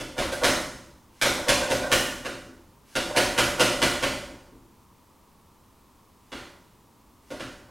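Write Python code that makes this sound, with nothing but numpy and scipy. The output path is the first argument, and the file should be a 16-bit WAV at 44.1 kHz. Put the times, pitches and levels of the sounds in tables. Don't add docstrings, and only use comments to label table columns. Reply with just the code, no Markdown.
import sys
import numpy as np
from scipy import signal
from scipy.fft import rfft, irfft, next_fast_len
from scipy.io import wavfile
from scipy.ndimage import uniform_filter1d

SR = 44100
rng = np.random.default_rng(int(sys.argv[2]) if len(sys.argv) > 2 else 0)


def wav_out(sig):
    wavfile.write(sys.argv[1], SR, np.round(np.clip(np.atleast_2d(sig).T, -1, 1) * 32767).astype(np.int16))


N = 339570


def amp(db):
    return 10 ** (np.asarray(db) / 20)


def unit(x):
    return x / np.sqrt(np.mean(x ** 2) + 1e-20)


def norm(x):
    return x / np.sqrt(np.sum(x ** 2) + 1e-20)


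def along(points, hz):
    point_hz, values = np.transpose(points)
    return np.interp(np.log(hz + 1), np.log(point_hz + 1), values)


def filtered(x, response):
    n = x.shape[-1]
    padded = next_fast_len(n + SR // 2)
    spectrum = rfft(x, padded) * response(np.fft.rfftfreq(padded, 1 / SR))
    return irfft(spectrum, padded)[..., :n]


def through(x, kernel):
    return signal.fftconvolve(x, kernel)[:N]


def add(track, s, sound):
    start = min(max(round(s * SR), 0), len(track))
    track[start:start + len(sound)] += sound[:len(track) - start]


# frequency in Hz, relative density in dB per Hz.
AIR_SPECTRUM = [(25, -5), (60, 0), (100, -0.5), (150, -5), (215, -3), (280, -5.5), (380, -8), (520, -12),
                (720, -15.5), (930, -7), (1150, -10), (1500, -21), (4000, -24.5), (16000, -28)]
# frequency in Hz, side level against the middle in dB.
AIR_SIDE = [(60, -24.5), (200, -10.5), (1300, -14), (10000, -15)]
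AIR_DB = -57.5


def room_tone():
    noise = rng.standard_normal((2, N))
    mid, side = unit(filtered(noise, lambda hz: amp(along(AIR_SPECTRUM, hz))))
    side = filtered(side, lambda hz: amp(along(AIR_SIDE, hz)))
    return amp(AIR_DB) * np.array([mid + side, mid - side])


# frequency in Hz, time to fall by 60 dB in seconds.
ROOM_DECAY = [(50, 1.6), (160, 1), (420, 0.68), (1100, 0.75), (3000, 0.65), (7000, 0.77), (14000, 0.65)]
# delay in seconds, relative gain.
EARLY_ECHOES = [(0, .8), (.0034, .45), (.0078, 1.1), (.0096, .8), (.0142, .9), (.0167, .6), (.0205, .45)]


def room(x, tail_db, build_s, count=5):
    hz, t, bands = signal.stft(rng.standard_normal((count, SR)), SR, nperseg=256)
    decay = amp(-60 * t / along(ROOM_DECAY, hz)[:, None])
    build = 1 - np.exp(-t / build_s)
    tails = signal.istft(bands * decay * build, SR, nperseg=256)[1]
    tails = np.pad(tails, ((0, 0), (round(.004 * SR), 0)))
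    spot = rng.integers(count, size=N)[np.arange(N) // round(.002 * SR)]
    diffuse = sum(through(x * (spot == k), norm(tail)) for k, tail in enumerate(tails))
    early = np.zeros(SR // 20)
    for s, gain in EARLY_ECHOES:
        add(early, s, np.array([gain]))
    return (through(x, norm(early)) + amp(tail_db) * diffuse) / np.hypot(1, amp(tail_db))


def ring(modes):
    t = np.arange(SR // 2) / SR
    total = np.zeros(len(t))
    for k, (hz, width, db) in enumerate(modes):
        decay = np.exp(-np.pi * width * t)
        total += (-1) ** k * amp(db) * width * decay * np.cos(2 * np.pi * hz * t)
    return norm(total)


def click(spectrum, tilt_db, smear, size=2048):
    hz = np.fft.rfftfreq(size, 1 / SR)
    octaves = np.log2(np.maximum(hz, 1000) / 3000)
    cepstrum = irfft(np.log(amp(along(spectrum, hz) + tilt_db * octaves)))
    cepstrum[1:size // 2] *= 2
    cepstrum[size // 2 + 1:] = 0
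    delay = smear * np.abs(unit(uniform_filter1d(rng.standard_normal(len(hz)), size=12)))
    phase = 2 * np.pi * hz[1] * np.cumsum(delay)
    return norm(irfft(np.exp(rfft(cepstrum) - 1j * phase))[:size // 2])


def contacts(life, rate, rebound_db, spread_db):
    t = np.arange(SR // 3) / SR
    chance, size = rng.random(len(t)), rng.standard_normal(len(t))
    sign = rng.choice([-1, 1], len(t))
    level = t * amp(spread_db * size - 60 * t / max(life, .02))
    rebounds = norm((chance < rate / SR) * sign * level)
    return norm((t == 0) + amp(rebound_db) * rebounds)


def pushes():
    return [(s, db + weight_db) for s, db, weight_db, _, _ in SLAMS]


REST_S = .6


def run_ups(from_rest):
    rows = pushes()
    return [(s, db) for (last, _), (s, db) in zip(rows, rows[1:]) if (s - last > REST_S) == from_rest]


# frequency in Hz, width in Hz, relative peak in dB.
FIREBOX_MODES = [(36, 14, -4.5), (64, 16, -5), (122.4, 20, -2), (183.5, 14.2, -2), (198.4, 24, -2),
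                 (261.5, 23, 3.5), (338.3, 38, 4.5), (406.5, 110, -4)]
# start in seconds, relative level in dB.
HEARTH_SHIFTS = [(2.462, -42.5), (4.295, -44), (4.52, -44.5), (7.682, -54)]
THUD_DB, THUD_GROWS = 15, 0.79


def thuds():
    force = np.zeros(N)
    for s, db in pushes():
        blow = contacts(.09, rate=800, rebound_db=-4.5, spread_db=5.0)
        add(force, s, amp(THUD_GROWS * db + THUD_DB) * blow)
    for s, db in HEARTH_SHIFTS:
        add(force, s, amp(db + 28.5) * contacts(0.08, rate=1100, rebound_db=-1.5, spread_db=5))
    return through(room(force, tail_db=0.5, build_s=0.0068), ring(FIREBOX_MODES))


# start in seconds, relative pane and frame levels in dB.
HARD_BUMPS = [(.319, -27, -26.5), (.415, -19, -41.5), (1.378, -26.5, -33), (1.465, -24, -47.5),
              (1.607, -23, -23.5), (1.833, -24, -23), (3.095, -26.5, -42.5), (3.15, -20.5, -42.5),
              (4.295, -43, -54.5), (7.304, -32, -45), (7.675, -53, -57)]
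SLACK_S, SLACK_DB = .014, -15
SWING_S, SWING_DB = .135, -23.5
SOFT_FRAME_DB = -37.5


def bumps():
    slack = [(s - SLACK_S, db + SLACK_DB, db + SOFT_FRAME_DB) for s, db in run_ups(from_rest=False)]
    swing = [(s + SWING_S, db + SWING_DB, db + SOFT_FRAME_DB) for s, db in pushes()]
    return list(HARD_BUMPS) + slack + swing


# frequency in Hz, width in Hz, relative peak in dB.
PANE_MODES = [(474.4, 49, -10), (522.4, 42, 0), (587, 35, 2), (623.3, 28, -5), (723, 35, -4.5),
              (875, 20, -11), (940, 51, -10), (1098, 100, -16.5), (1456, 32, -6.5)]
# frequency in Hz, width in Hz, relative peak in dB.
FRAME_MODES = [(1604, 35, 2.5), (1496, 50, 6), (1580, 50, -23.5), (1657, 89, -12), (1964, 60, -11.5),
               (4800, 190, -17)]
PANE_DB = 20.5


def knocks():
    pane, frame = np.zeros((2, N))
    for s, db in pushes():
        add(pane, s, amp(db + PANE_DB) * contacts(0.066, rate=900, rebound_db=-0.5, spread_db=-1.0))
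    for s, pane_db, frame_db in bumps():
        pane_blow = contacts(0.12, rate=1000, rebound_db=-6.0, spread_db=0.5)
        frame_blow = contacts(0.064, rate=1000, rebound_db=2, spread_db=8.0)
        add(pane, s, amp(pane_db + 27.5) * pane_blow)
        add(frame, s, amp(frame_db + 22.5) * frame_blow)
    glass = through(room(pane, tail_db=-2.0, build_s=0.004), ring(PANE_MODES))
    return glass + through(room(frame, tail_db=-10.5, build_s=0.0086), ring(FRAME_MODES))


# frequency in Hz, relative density in dB per Hz.
METAL_SPECTRUM = [(100, -28), (400, -20.5), (800, -2), (1100, 1), (2000, 2.5), (3200, -2), (3750, -5.5),
                  (5000, -4), (7000, -8.5), (10000, -11), (12000, -17.5), (16000, -31.5)]
CREEP_S, CREEP_DB = .13, -37
RUSH_S, RUSH_DB = 0.015, -21


def slides():
    track = np.zeros(N)
    creeps = [(s, CREEP_S, db + CREEP_DB) for s, db in run_ups(from_rest=True)]
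    rushes = [(s, RUSH_S, db + RUSH_DB) for s, db in run_ups(from_rest=False)]
    for end, length, db in creeps + rushes:
        speed = np.linspace(0, 1, max(round(length * SR), 2))
        add(track, end - length, amp(db) * speed * rng.standard_normal(len(speed)))
    return through(track, click(METAL_SPECTRUM, tilt_db=4, smear=0))


# frequency in Hz, width in Hz, peak against the plain contact in dB.
STEEL_MODES = [(1412, 65, -1), (1555, 69, -10), (1850, 31, -11), (2010, 10, -8.5), (1980, 100, -7.5),
               (2150, 12, -22.5), (2680, 44, -11), (2890, 37, -5), (2960, 120, -11), (3020, 19, -5.5),
               (3745, 25, -9), (3390, 40, -28), (4130, 70, -1.5), (4550, 91, -6), (5250, 60, -5.5),
               (6310, 44, 0.5)]


def steel_ring(hz):
    response = 1
    for mode, width, db in STEEL_MODES:
        damping = 1j * hz * width
        response = response + amp(db) * damping / (mode ** 2 - hz ** 2 + damping)
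    return response


# frequency in Hz, width in Hz, relative peak in dB.
CATCH_MODES = [(2088, 1000, -6.5), (3450, 500, 1)]
# start in seconds, relative strength in dB, door weight behind the blow in dB,
# chatter life in seconds (a 60 dB fall, at least 20 ms), brightness in dB per octave.
SLAMS = [(0.0004, -26, 3, .02, 2), (0.1802, -15, 2, .13, -0.5), (0.3187, -24, -2, .05, 4),
         (0.4353, -7, -1.5, .05, 0.5), (0.4772, -23, -2, 0.051, 4), (1.214, -8.5, -10.5, 0.013, 1),
         (1.248, -14, 2, .046, 0), (1.4834, -6.5, -2.5, .02, 1), (1.7031, -14.5, 4.5, .087, 1),
         (1.9166, -6.5, -2.5, .02, 1), (2.2487, -22.5, 0.5, .03, -0.5), (2.9533, -13.5, -1, 0.023, .5),
         (3.1627, -7.5, -1, .033, .5), (3.378, -7.5, -2, .027, .5), (3.5963, -7, -0.5, .05, 1),
         (3.8182, -8.5, -1.5, .05, .5), (4.0261, -13.5, 0, .023, 0), (6.3187, -26, -1.5, .14, -2),
         (7.3045, -31.5, 7.5, .15, 1), (7.397, -26, -2, .065, -1.5)]


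def clashes():
    track = np.zeros(N)
    catch = ring(CATCH_MODES)[:SR // 50]
    for s, db, _, life, tilt_db in SLAMS:
        blow = contacts(life, rate=2000, rebound_db=0.0, spread_db=0.5)
        ticks = contacts(.16, rate=110, rebound_db=8.0, spread_db=3.5)
        contact = click(METAL_SPECTRUM, tilt_db, smear=.002)
        add(track, s, amp(db + 19.5) * signal.fftconvolve(blow + amp(-15.5) * ticks, contact))
        snap = contacts(0.013, rate=2500, rebound_db=2.0, spread_db=1.5)
        add(track, s, amp(db + 14.0) * signal.fftconvolve(snap, catch))
    return filtered(room(track + slides(), tail_db=2.5, build_s=0.0089), steel_ring)


# frequency in Hz, side level against the middle in dB.
DOOR_SIDE = [(60, -31.5), (200, -22.5), (1200, -22), (3000, -37), (10000, -93.5)]
# frequency in Hz, difference in dB.
LEFT_LEAN = [(40, .4), (170, 1.6), (350, .2), (700, -1.4), (1300, -3), (2600, -.7), (5000, 0)]


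def scene():
    heard = clashes() + knocks() + thuds()
    side = filtered(heard, lambda hz: 1j * amp(along(DOOR_SIDE, hz)))
    pair = np.array([heard + side, heard - side])
    doors = filtered(pair, lambda hz: amp(np.outer([.5, -.5], along(LEFT_LEAN, hz))))
    return doors + room_tone()


TOP_HZ = 16000


def record(dry):
    return filtered(dry, lambda hz: hz < TOP_HZ)


dry = scene()
out = record(dry)
wav_out(out)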